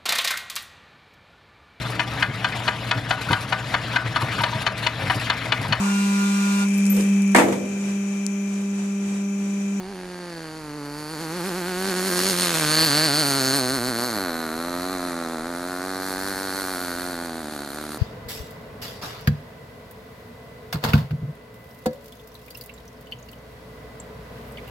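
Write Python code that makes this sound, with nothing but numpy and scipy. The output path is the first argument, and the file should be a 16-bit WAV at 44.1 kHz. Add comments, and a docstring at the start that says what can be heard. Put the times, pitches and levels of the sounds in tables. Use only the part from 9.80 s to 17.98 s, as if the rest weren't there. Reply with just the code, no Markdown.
"""A model buggy's small two-stroke engine drives past over dry grass, turns and trundles off.
Every turn of the crank pumps a puff through the exhaust; a firing adds a sharp crack that rings
the pipe. With too much fuel in the mix, it often fires weakly on every other turn. Over each
bump the revs climb, then snap back. Gas hiss, gear rattle and a light wind lie under it,
and the ground adds a dull echo of the buggy."""
import sys
import numpy as np
from scipy import signal
from scipy.fft import rfft, irfft
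from scipy.io import wavfile
from scipy.ndimage import uniform_filter1d

SR = 44100
rng = np.random.default_rng(int(sys.argv[2]) if len(sys.argv) > 2 else 0)


def int16_out(signal):
    """Quantize to a 16-bit WAV file."""
    q = np.round(np.clip(np.atleast_2d(signal).T, -1, 1) * 32767)
    wavfile.write(sys.argv[1], SR, q.astype(np.int16))


N = 360738
TIME, FREQS = np.arange(N) / SR, np.fft.rfftfreq(N, 1 / SR)


def gain(db):
    return 10 ** (np.asarray(db) / 20)


def evened(x, size=3000):
    """Holds the average strength (rms) at 1, judged over `size` samples."""
    return x / np.sqrt(abs(uniform_filter1d(uniform_filter1d(x ** 2, size), size)) + 1e-20)


def wander(seconds):
    """A slow random drift of strength 1."""
    size = round(seconds * SR)
    return evened(uniform_filter1d(uniform_filter1d(rng.standard_normal(N), size), size), N)


def curve(rows, column=1):
    return np.interp(TIME, [r[0] for r in rows], [r[column] for r in rows])


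def spectrum(rows):
    hz, value = np.transpose(rows)
    return np.interp(np.log(FREQS + 1), np.log(hz + 1), value)


def coloured(x, rows):
    return irfft(rfft(x) * gain(spectrum(rows)), N)


def filtered(x, hz, kind, order=2):
    return signal.sosfilt(signal.butter(order, hz, kind, fs=SR, output="sos"), x)


def fading(x, seconds):
    return signal.lfilter([1], [1, -np.exp(-1 / (seconds * SR))], x)


def resonate(x, hz, width):
    """Lets a sound ring at one pitch, which may slide."""
    turn = np.exp(2j * np.pi * np.cumsum(hz * np.ones(N)) / SR)
    decay = np.exp(-np.pi * width / SR)
    return 2 * (turn * signal.lfilter([1 - decay], [1, -decay], x / turn + 1e-18)).real


def ringing(x, hz, width):
    """Resonating twice makes a tone swell before it dies."""
    return resonate(resonate(x, hz, width), hz, width)


# Tone of the wind: f/Hz, level/dB
WIND_TONE = [(12, -34), (20, 1), (130, -7.5), (170, -8), (290, -120)]


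def wind():
    """Light wind makes a low, lumpy rumble."""
    loudness = gain(-55.5 + 2.5 * wander(.2))
    middle, side = (evened(coloured(rng.standard_normal(N), WIND_TONE), N) for _ in range(2))
    return loudness * np.array([middle + .4 * side, middle - .4 * side])


# How alike the hiss is on both sides: f/Hz, likeness/0-1
LIKENESS = [(60, 1), (150, .62), (380, .8), (950, .7), (2370, .6), (4300, .2), (5950, .45), (9000, .45),
            (14900, .5)]
# How far the left side is ahead: f/Hz, phase/rad
LEFT_LEAD = [(0, 0), (2000, .1), (4000, .7), (6000, .3), (8000, .5), (10000, 1.6), (14000, 1.3)]
# Left compared with right: f/Hz, level/dB
LEFT_LEVEL = [(60, -0.5), (110, -1.0), (200, -1.5), (380, -1.0), (700, -1.0), (1290, -0.5), (2370, -1.0),
              (4380, 0.0), (8080, -3.0), (14900, -0.5)]


def stereo(shared, stray):
    """Sound reaches left and right a little differently; they share only part of the hiss."""
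    tilt = gain(spectrum(LEFT_LEVEL) / 2) * np.exp(.5j * spectrum(LEFT_LEAD))
    side = np.sqrt(1 - np.clip(spectrum(LIKENESS), 0, 1)) * rfft(stray)
    return irfft([(rfft(shared) + side) * tilt, (rfft(shared) - side) / tilt], N)


# Tone as the buggy turns: t/s, ring pitch/Hz, boom/dB, ring overtones/dB, hiss treble/dB,
# ground echo/0-1, nasal tone/dB, hollow tone/dB
FACING = [(0, 4500, 1, -29, -42.5, 0.43, 18, 30), (.6, 4520, 5.5, -13, -43, 0.53, 15, 9),
          (.8, 4520, 4, -8, -31, 0.62, 6, 17), (1.02, 4500, 0.5, -18, -31, 0.74, -7, 12),
          (1.2, 4566, 3.5, 0, -21, 0.6, 10, 16), (1.55, 4400, 6, -5, -22.5, 0.5, 6, 13),
          (1.9, 4445, 1, -4, -18, 0.24, 16, 16), (2.3, 4480, -14, 2.5, -16, 0.42, 13, 4),
          (2.6, 4393, 13, 6, -17, 0.07, 5, -9), (2.85, 4395, 18, 5.5, -19.5, 0.1, 13, -3),
          (3, 4445, 9, -10, -17.5, 0.14, 15, -3), (3.3, 4451, 8, 0.5, -17, 0.12, 16.5, 16.5),
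          (3.8, 4343, 0.5, 2, -15, 0.47, 15.5, 10.5), (4.3, 4350, -5, 0, -19, 0.73, 10.5, 6),
          (4.6, 4180, -16, -39, -25, 0.75, 15, 9), (5, 4195, -12.5, -21, -27, 0.84, 5.5, 7.5),
          (5.6, 4158, -15, -20, -26, 0.9, 11.5, 11.5), (6.3, 4340, -8, -21, -16, 0.86, 13.5, 6.5),
          (7, 4375, -8, -19, -15, 0.72, 16.5, 7), (7.6, 4331, -8, -18, -23.5, 0.78, 15.5, 17.5),
          (8.18, 4162, -3.5, -12, -20.5, 0.72, 12, 11)]


def facing(name):
    """The tone changes with the way the buggy points."""
    columns = ["t", "ring_hz", "boom", "overtones", "treble", "echo", "nasal", "hollow"]
    return curve(FACING, columns.index(name))


def with_ground_echo(x):
    """A dull copy bounces off the ground half a wave late and cancels part of the treble."""
    dip_hz = 2750 + 850 * np.exp(-TIME / 3.9)
    late = np.interp(np.arange(N) - SR / (2 * dip_hz) + 2, np.arange(N), x)
    return x + np.clip(facing("echo"), 0, 1) * uniform_filter1d(late, size=5, origin=2)


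# Bumps: peak t/s, climb/s, extra revs/Hz, flare at the peak, lull after it (negative is quieter)
BUMPS = [(0.11, 0.07, 20, 0, 0), (.48, 0.048, 3, 0, 0), (0.791, 0.067, 2.83, 0, 0),
         (0.957, 0.03, 5.3, 0, 0), (1.191, 0.065, 1.97, 0.5, 0), (1.331, 0.053, 16.4, 0.5, 0),
         (1.419, 0.048, 18, 1, 0), (1.57, 0.066, 22, 0.5, 0), (1.679, 0.06, 31.7, 1, 0),
         (1.78, 0.048, 18.4, 0.5, 0), (1.888, 0.048, 13.8, 1, 0), (2.09, 0.19, 21.8, 2.5, 0.5),
         (2.169, 0.042, 9.7, 1, 0.5), (2.275, 0.11, 16.9, 1.5, 0.5), (2.349, 0.028, 6.3, -0.5, 0.5),
         (2.49, 0.13, 20.2, -0.5, 0), (2.711, 0.048, 7, -0.5, 0), (2.789, 0.044, 5.45, 0, 0),
         (2.92, 0.036, 1.8, 0.5, 0), (3.05, .16, 20.6, 0, -0.5), (3.17, 0.043, 2.32, 0, 0),
         (3.25, 0.13, 22.3, 1, 0), (3.4, 0.084, 20.5, 1, 0), (3.48, .04, 3, 0, 0), (3.575, .05, 6, 0, 0),
         (3.667, 0.036, 3.98, 0.5, 0), (3.77, 0.085, 15.7, 1, 0), (3.851, 0.031, 2, 0, 0),
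         (3.95, 0.082, 19.6, 1, 0), (4.09, 0.09, 17, 2, 0), (4.25, 0.049, 3.06, -0.5, -0.5),
         (5.29, 0.063, 3, 0.5, 0), (5.42, 0.069, 2.1, 0, 0), (5.53, 0.049, 4.1, 0, 0),
         (5.7, 0.043, 2, 0, 0), (5.8, .03, 1.43, 0, 0), (5.89, 0.051, 2.3, 0, 0), (6.09, 0.083, 2.2, 0, 0),
         (6.29, 0.071, 1.53, .5, 0), (6.49, 0.1, 4.25, 0.5, 0), (6.651, .12, 3.34, 0, 0),
         (6.801, .11, 5.14, 0.5, 0), (6.92, 0.085, 3.26, 0, 0), (7.02, 0.049, 2.63, 0, 0),
         (7.301, 0.16, 5.2, 0.5, 0), (7.451, 0.1, 2.93, 0.5, 0), (7.6, 0.057, 6.4, 0, 0),
         (7.73, .1, 5.24, 0.5, 0), (7.848, 0.063, 3.4, 0, -0.5), (8.129, 0.037, 0.86, 1, 0)]


def bumps(bite_s=.045, lull_s=.083):
    """A bump takes the load off the wheels: the revs climb, then drop as the tyres bite."""
    extra_hz, flare, lull = np.zeros((3, N))
    for peak_s, climb_s, rise_hz, at_peak, after in BUMPS:
        ramp = np.interp(TIME, [peak_s - climb_s, peak_s, peak_s + bite_s], [0, 1, 0])
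        extra_hz += rise_hz * ramp
        flare += at_peak * ramp
        lull += after * np.clip(1 - abs(TIME - peak_s - bite_s) / lull_s, 0, 1)
    return extra_hz, flare, lull


# Levels before mixing as the buggy passes: t/s, puff/dB, crack/dB, ring/dB, hiss/dB
DRIVE_BY = [(0, -37.5, -43.5, -53.5, -34.5), (.2, -39.5, -44, -56, -32.5), (.57, -42, -42, -46.5, -31),
            (.8, -44.5, -44, -50, -32), (.95, -40, -43.5, -52.5, -32.5), (1.3, -42, -40.5, -42.5, -31.5),
            (1.65, -33.5, -35, -47, -26.5), (2.03, -32.5, -32, -44, -31.5), (2.25, -33, -34.5, -40, -30),
            (2.42, -31, -32, -31, -19.5), (2.5, -27.5, -30.5, -23.5, -15), (2.55, -29.5, -31.5, -34, -21.5),
            (2.61, -30.5, -29.5, -24.5, -17.5), (2.72, -33, -27.5, -32.5, -17),
            (2.88, -29.5, -26, -28.5, -18.5), (2.93, -31, -26, -23.5, -20),
            (3.01, -28.5, -25.5, -19.5, -15), (3.11, -27.5, -24, -21, -14.5), (3.21, -29, -25, -25.5, -21),
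            (3.35, -30.5, -27, -24.5, -21.5), (3.55, -31, -27.5, -26.5, -20.5),
            (3.75, -32, -29, -26.5, -22.5), (4.1, -36, -32, -37, -31), (4.25, -37, -30.5, -28.5, -19.5),
            (4.45, -38, -31.5, -36, -27), (4.7, -39, -35, -42, -27.5), (5.1, -38, -34.5, -39.5, -24.5),
            (5.65, -40.5, -37, -54, -28), (6.24, -42.5, -34.5, -43.5, -26.5),
            (6.81, -43.5, -33.5, -40.5, -25.5), (7.1, -41.5, -34.5, -45, -25), (7.4, -41, -36.5, -47, -28),
            (7.7, -42, -41, -56, -28.5), (7.9, -43.5, -38.5, -44, -25), (8.18, -43.5, -42, -60, -29.5)]
# For those four layers, the change per unit of flare: level/dB
FLARE_DB = [0.82, 0.047, 2.8, 3.7]
# The same per unit of lull: level/dB
LULL_DB = [3.8, 5.4, 6.8, 7.9]


def loudness_of(layer):
    """Each layer swells as the buggy passes and wobbles at the bumps."""
    k = ["puff", "crack", "ring", "hiss"].index(layer)
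    _, flare, lull = bumps()
    return gain(curve(DRIVE_BY, k + 1) + FLARE_DB[k] * flare + LULL_DB[k] * lull)


# Tone of the hiss: f/Hz, relative level/dB
HISS_TONE = [(90, -31), (250, -15), (700, -19), (1500, -17), (2500, -17), (3600, -16), (4300, -14),
             (5200, -16), (6300, -16), (7900, -11), (9500, -4), (12000, -4), (14200, -6)]
# Gaps in the hiss between the pipe's tones: f/Hz, width/Hz
HISS_GAPS = [(5500, 2370), (7900, 2100)]
# How much each gap takes out: t/s, first/0-1, second/0-1
GAP_DEPTH = [(0, .3, .7), (.9, .4, .7), (1.5, 0.21, 0.46), (2.2, 0, .1), (3, 0, 0), (4, 0.28, 0),
             (4.8, .6, 0.31), (5.6, 0.68, 0.3), (6.6, 0.26, .2), (7.6, .7, .3), (8.18, 0.61, 0.36)]


def hiss(gust):
    """Intake, gears and grass: two rushing noises, pulsed by gas bursts and loose rattles."""
    ticks = rng.random(N) < 90 / SR  # about 90 a second
    rattles = fading(ticks * gain(.44 * np.minimum(rng.exponential(1, N), 3)), seconds=.0003)
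    throb = evened(1 + .55 * gust + 1.3 * rattles)
    rush = np.array([coloured(throb * rng.standard_normal(N), HISS_TONE) for _ in range(2)])
    rush /= rush.std()
    lows = signal.sosfiltfilt(signal.butter(2, 6500, fs=SR, output="sos"), rush)
    # distance and the buggy's body dull the treble
    rush = lows + gain(facing("treble") + 1.4 * wander(.044)) * (rush - lows)
    for k, gap in enumerate(HISS_GAPS):
        depth = np.clip(curve(GAP_DEPTH, k + 1), 0, 1)
        rush = [x - depth * resonate(x, *gap) for x in rush]
    return loudness_of("hiss") * np.array(rush)


# The muffler's hum, then its deeper boom: f/Hz, width/Hz
MUFFLER_TONES = [(247, 105), (130, 256)]


def muffler_puff(pumps):
    """Each push of gas sets the air in the muffler swinging."""
    surge = filtered(np.roll(pumps, 22), 420, "low")  # smooth and slightly late
    hum, boom = (resonate(surge, hz, width) for hz, width in MUFFLER_TONES)
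    hum, boom = evened(filtered(hum, 150, "high")), evened(filtered(boom, 70, "high"))
    return loudness_of("puff") * evened(hum + gain(facing("boom")) * boom)


# Two main tail pipe tones and an overtone: multiple of ring pitch, width/Hz, level/dB
RING_TONES = [(.983, 340, 0), (1.024, 340, 0), (1.21, 300, -11)]
# Pitch of the pipe's sizzle: t/s, f/Hz
SIZZLE_PITCH = [(0, 9200), (.8, 9300), (1.25, 9200), (1.7, 9250), (2.3, 8950), (3.4, 8853), (4.3, 8800),
                (5.2, 8703), (8.18, 8998)]
# Tones of the sizzle: multiple of its pitch, width/Hz, level/dB
SIZZLE_TONES = [(0.739, 654, -13.5), (1, 550, -6.5), (1.115, 550, -15.5)]
# The highest tones: f/Hz, width/Hz, level/dB
TOP_TONES = [(11507, 430, -8.5), (12260, 1700, -14)]
# They come through as the pipe points back at us: t/s, level/dB
TOP_LEVEL = [(0, -13), (2, -16), (3.6, -18), (4.2, -1), (4.7, 5), (5.3, 1), (6.1, 0), (7, -8), (7.7, 0),
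             (8.18, 8)]


def tail_pipe_ring(blasts, jet):
    """Blasts and jet noise make the tail pipe ring high and bright."""
    blow = .08 * jet[1] + .12 * rng.standard_normal(N) - np.roll(blasts, -4)
    low, high, overtones = (gain(db) * ringing(blow, ratio * facing("ring_hz"), width)
                            for ratio, width, db in RING_TONES)
    for ratio, width, db in SIZZLE_TONES:
        overtones += gain(db + 3 * wander(.047)) * ringing(blow, ratio * curve(SIZZLE_PITCH), width)
    ring = low + high + gain(facing("overtones")) * overtones
    for hz, width, db in TOP_TONES:
        rough_blow = blow + .27 * jet[0] + .33 * rng.standard_normal(N)
        ring += gain(db + curve(TOP_LEVEL)) * ringing(rough_blow, hz, width)
    return loudness_of("ring") * evened(ring)


# Steady pipe tones: f/Hz, width/Hz, level/dB
PIPE_TONES = [(525, 330, 2.5), (1015, 1300, 1), (1187, 170, 3.5), (1680, 150, -28), (2600, 850, -34)]
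# A nasal tone that slides as the pipe turns: t/s, f/Hz
NASAL_PITCH = [(0, 1470), (.12, 1580), (.55, 1606), (.8, 1350), (1.25, 1440), (1.7, 1481), (1.95, 1478),
               (2.35, 1570), (2.7, 1500), (2.88, 1502), (3.03, 1680), (3.12, 1482), (3.25, 1650),
               (3.3, 1440), (3.55, 1401), (3.75, 1521), (3.9, 1472), (4.5, 1445), (5.1, 1256), (5.6, 1351),
               (6.5, 1514), (6.9, 1415), (7.5, 1478), (8.18, 1340)]
# Two low tones that slide too: t/s, hollow f/Hz, chesty f/Hz, chesty level/dB
LOW_TONES = [(0, 760, 530, 9), (.6, 800, 510, 17), (.85, 860, 457, 14), (1.3, 860, 453, 13),
             (1.7, 790, 499, 6), (2.3, 771, 520, -8), (2.7, 640.4, 479.4, -7), (3.1, 639.6, 430.4, -2),
             (3.8, 650.3, 406.8, 8), (4.4, 640.3, 400.4, -9), (5.5, 640, 380, -10), (6.5, 699.2, 374.6, -8),
             (8.18, 660, 369.5, -13)]
# The sharp front of each firing: t/s, relative level/dB
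SNAP_LEVEL = [(0, -10), (1.5, -6), (2.3, -1), (3.4, -1), (4.3, -6), (5, -12), (8.18, -12)]


def pipe_crack(blasts, jet):
    """Each blast is a short dip in pressure that knocks the air in the pipe."""
    dip = -blasts + .035 * jet[0]
    crack = sum(gain(db) * resonate(dip, hz, width) for hz, width, db in PIPE_TONES)
    crack += gain(facing("nasal") + 1.7 * wander(.052)) * resonate(dip, curve(NASAL_PITCH), 160)
    crack += gain(facing("hollow")) * resonate(dip, curve(LOW_TONES), 217)
    crack += gain(curve(LOW_TONES, 3)) * resonate(dip, curve(LOW_TONES, 2), 150)
    snap = gain(curve(SNAP_LEVEL)) * filtered(-np.roll(blasts, 2), [400, 7000], "band", order=1)
    return loudness_of("crack") * evened(filtered(crack, [200, 3600], "band") + snap)


# Turns of the crank per second, under load: t/s, f/Hz
CRANK_SPEED = [(0, 184.7), (.18, 182.4), (.42, 176.9), (.66, 158.1), (.79, 155.1), (.92, 146.8),
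               (1.09, 144.4), (1.26, 151.7), (1.37, 145.2), (1.48, 157.8), (1.61, 166.4), (1.93, 174.8),
               (2.54, 175.6), (2.63, 180), (2.75, 157.8), (2.87, 151), (3.1, 140.5), (3.5, 137.5),
               (3.63, 129.6), (3.82, 126.6), (4.0, 115.9), (4.14, 113.6), (4.26, 123.4), (4.4, 97),
               (4.52, 82.36), (4.6, 81.95), (4.7, 78.45), (4.8, 84.2), (4.9, 87.6), (4.95, 87.1),
               (5.12, 93.14), (5.24, 87.3), (5.59, 78.9), (5.66, 84.7), (5.77, 86.5), (6.01, 91.1),
               (6.14, 93), (6.4, 94), (6.53, 94.46), (6.84, 92.45), (6.97, 88.76), (7.34, 85), (7.54, 81.4),
               (7.63, 73.9), (7.89, 68.6), (7.96, 75.2), (8.18, 74.5)]
# How far a weak firing typically falls below a full one: t/s, drop/dB
MISFIRE_DROP = [(0, 0), (.02, 2), (.03, 9), (.05, 4), (.085, 5), (.1, 9), (.135, 13), (.3, 12), (.315, 1),
                (.33, 4), (.35, 10), (.37, 5), (.39, 13), (.4, 1), (.45, 0), (.46, 7), (.48, 1), (.51, 8),
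                (.53, 0), (.555, 10), (.57, 0), (.6, 9), (.63, 6), (.66, 2), (.7, 0), (1.66, 0),
                (1.695, 11), (1.72, 0), (1.78, 0), (1.8, 5), (1.82, 0), (1.87, 3), (1.89, 9), (1.91, 2),
                (1.95, 0), (2, 1), (2.01, 6), (2.04, 5), (2.07, 13), (2.1, 14), (2.105, 0), (2.125, 1),
                (2.14, 10), (2.155, 9), (2.165, 2), (2.2, 3), (2.23, 12), (2.27, 8), (2.305, 14),
                (2.325, 0), (2.34, 5), (2.37, 5), (2.38, 0), (2.39, 13), (2.44, 10), (2.5, 14), (2.53, 10),
                (2.54, 1), (2.56, 10), (2.62, 14), (2.635, 0), (2.655, 8), (2.705, 12), (2.735, 11),
                (2.745, 0), (2.76, 0), (2.77, 10), (2.81, 14), (2.82, 0), (2.85, 0), (2.857, 8), (2.865, 0),
                (2.957, 0), (2.958, 12), (2.965, 12), (2.966, 0), (3.051, 0), (3.052, 14), (3.059, 14),
                (3.06, 0), (7.6, 0), (7.7, 2), (7.95, 3), (8.18, 2)]


def crank():
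    """Each turn gives one click for pumping and one for firing; no two are equally strong."""
    revs_hz = (curve(CRANK_SPEED) + bumps()[0]) * (1 + .0035 * wander(.03))  # wavers on rough grass
    turns = np.cumsum(revs_hz) / SR + .99
    starts = np.flatnonzero(np.diff(np.floor(turns)) > 0)
    strength, jitter, luck = rng.standard_normal((len(starts), 3)).T
    weak_db = curve(MISFIRE_DROP)[starts] * np.clip(1 + .2 * luck, 0, 2)
    for k in range(1, len(starts)):
        weak_db[k] *= weak_db[k - 1] < 1  # a weak turn leaves fresh fuel, so the next fires fully
    starts = np.clip(starts + np.round(.4 * jitter).astype(int), 0, N - 1)
    pumps, blasts = np.zeros((2, N))
    pumps[starts] = gain(.13 * strength - .1 * weak_db)
    blasts[starts] = gain(.6 * strength - weak_db)
    return pumps, evened(blasts)


# A weaker pop after each firing, clearest once the pipe points back: t/s, relative level/dB
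AFTERPOP_LEVEL = [(0, -30), (4.2, -14), (4.6, -6), (5.5, -9.5), (6.5, -14), (7.2, -11.5), (8.18, -14)]


def engine(afterpop_s=.0082):
    """Gas leaves the exhaust as a puff, a crack and a ring; its bursts are returned too."""
    pumps, blasts = crank()
    gust = evened(fading(blasts, seconds=.002))
    blasts = blasts + gain(curve(AFTERPOP_LEVEL)) * np.roll(blasts, round(afterpop_s * SR))
    jet = (gust + .5) * rng.standard_normal((2, N))  # some flow never stops
    return muffler_puff(pumps) + pipe_crack(blasts, jet) + tail_pipe_ring(blasts, jet), gust


def scene():
    """The engine and its hiss echo off the ground, over the wind."""
    exhaust, gust = engine()
    rush, stray = hiss(gust)
    return stereo(with_ground_echo(exhaust + 1.63 * rush), with_ground_echo(stray)) + wind()


def record(dry):
    """Cuts the treble above 14150 Hz."""
    low_pass = signal.firwin(1023, 14150, window=("kaiser", 9), fs=SR)
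    return signal.oaconvolve(dry, low_pass[None], "same")


dry = scene()
out = record(dry)
int16_out(out)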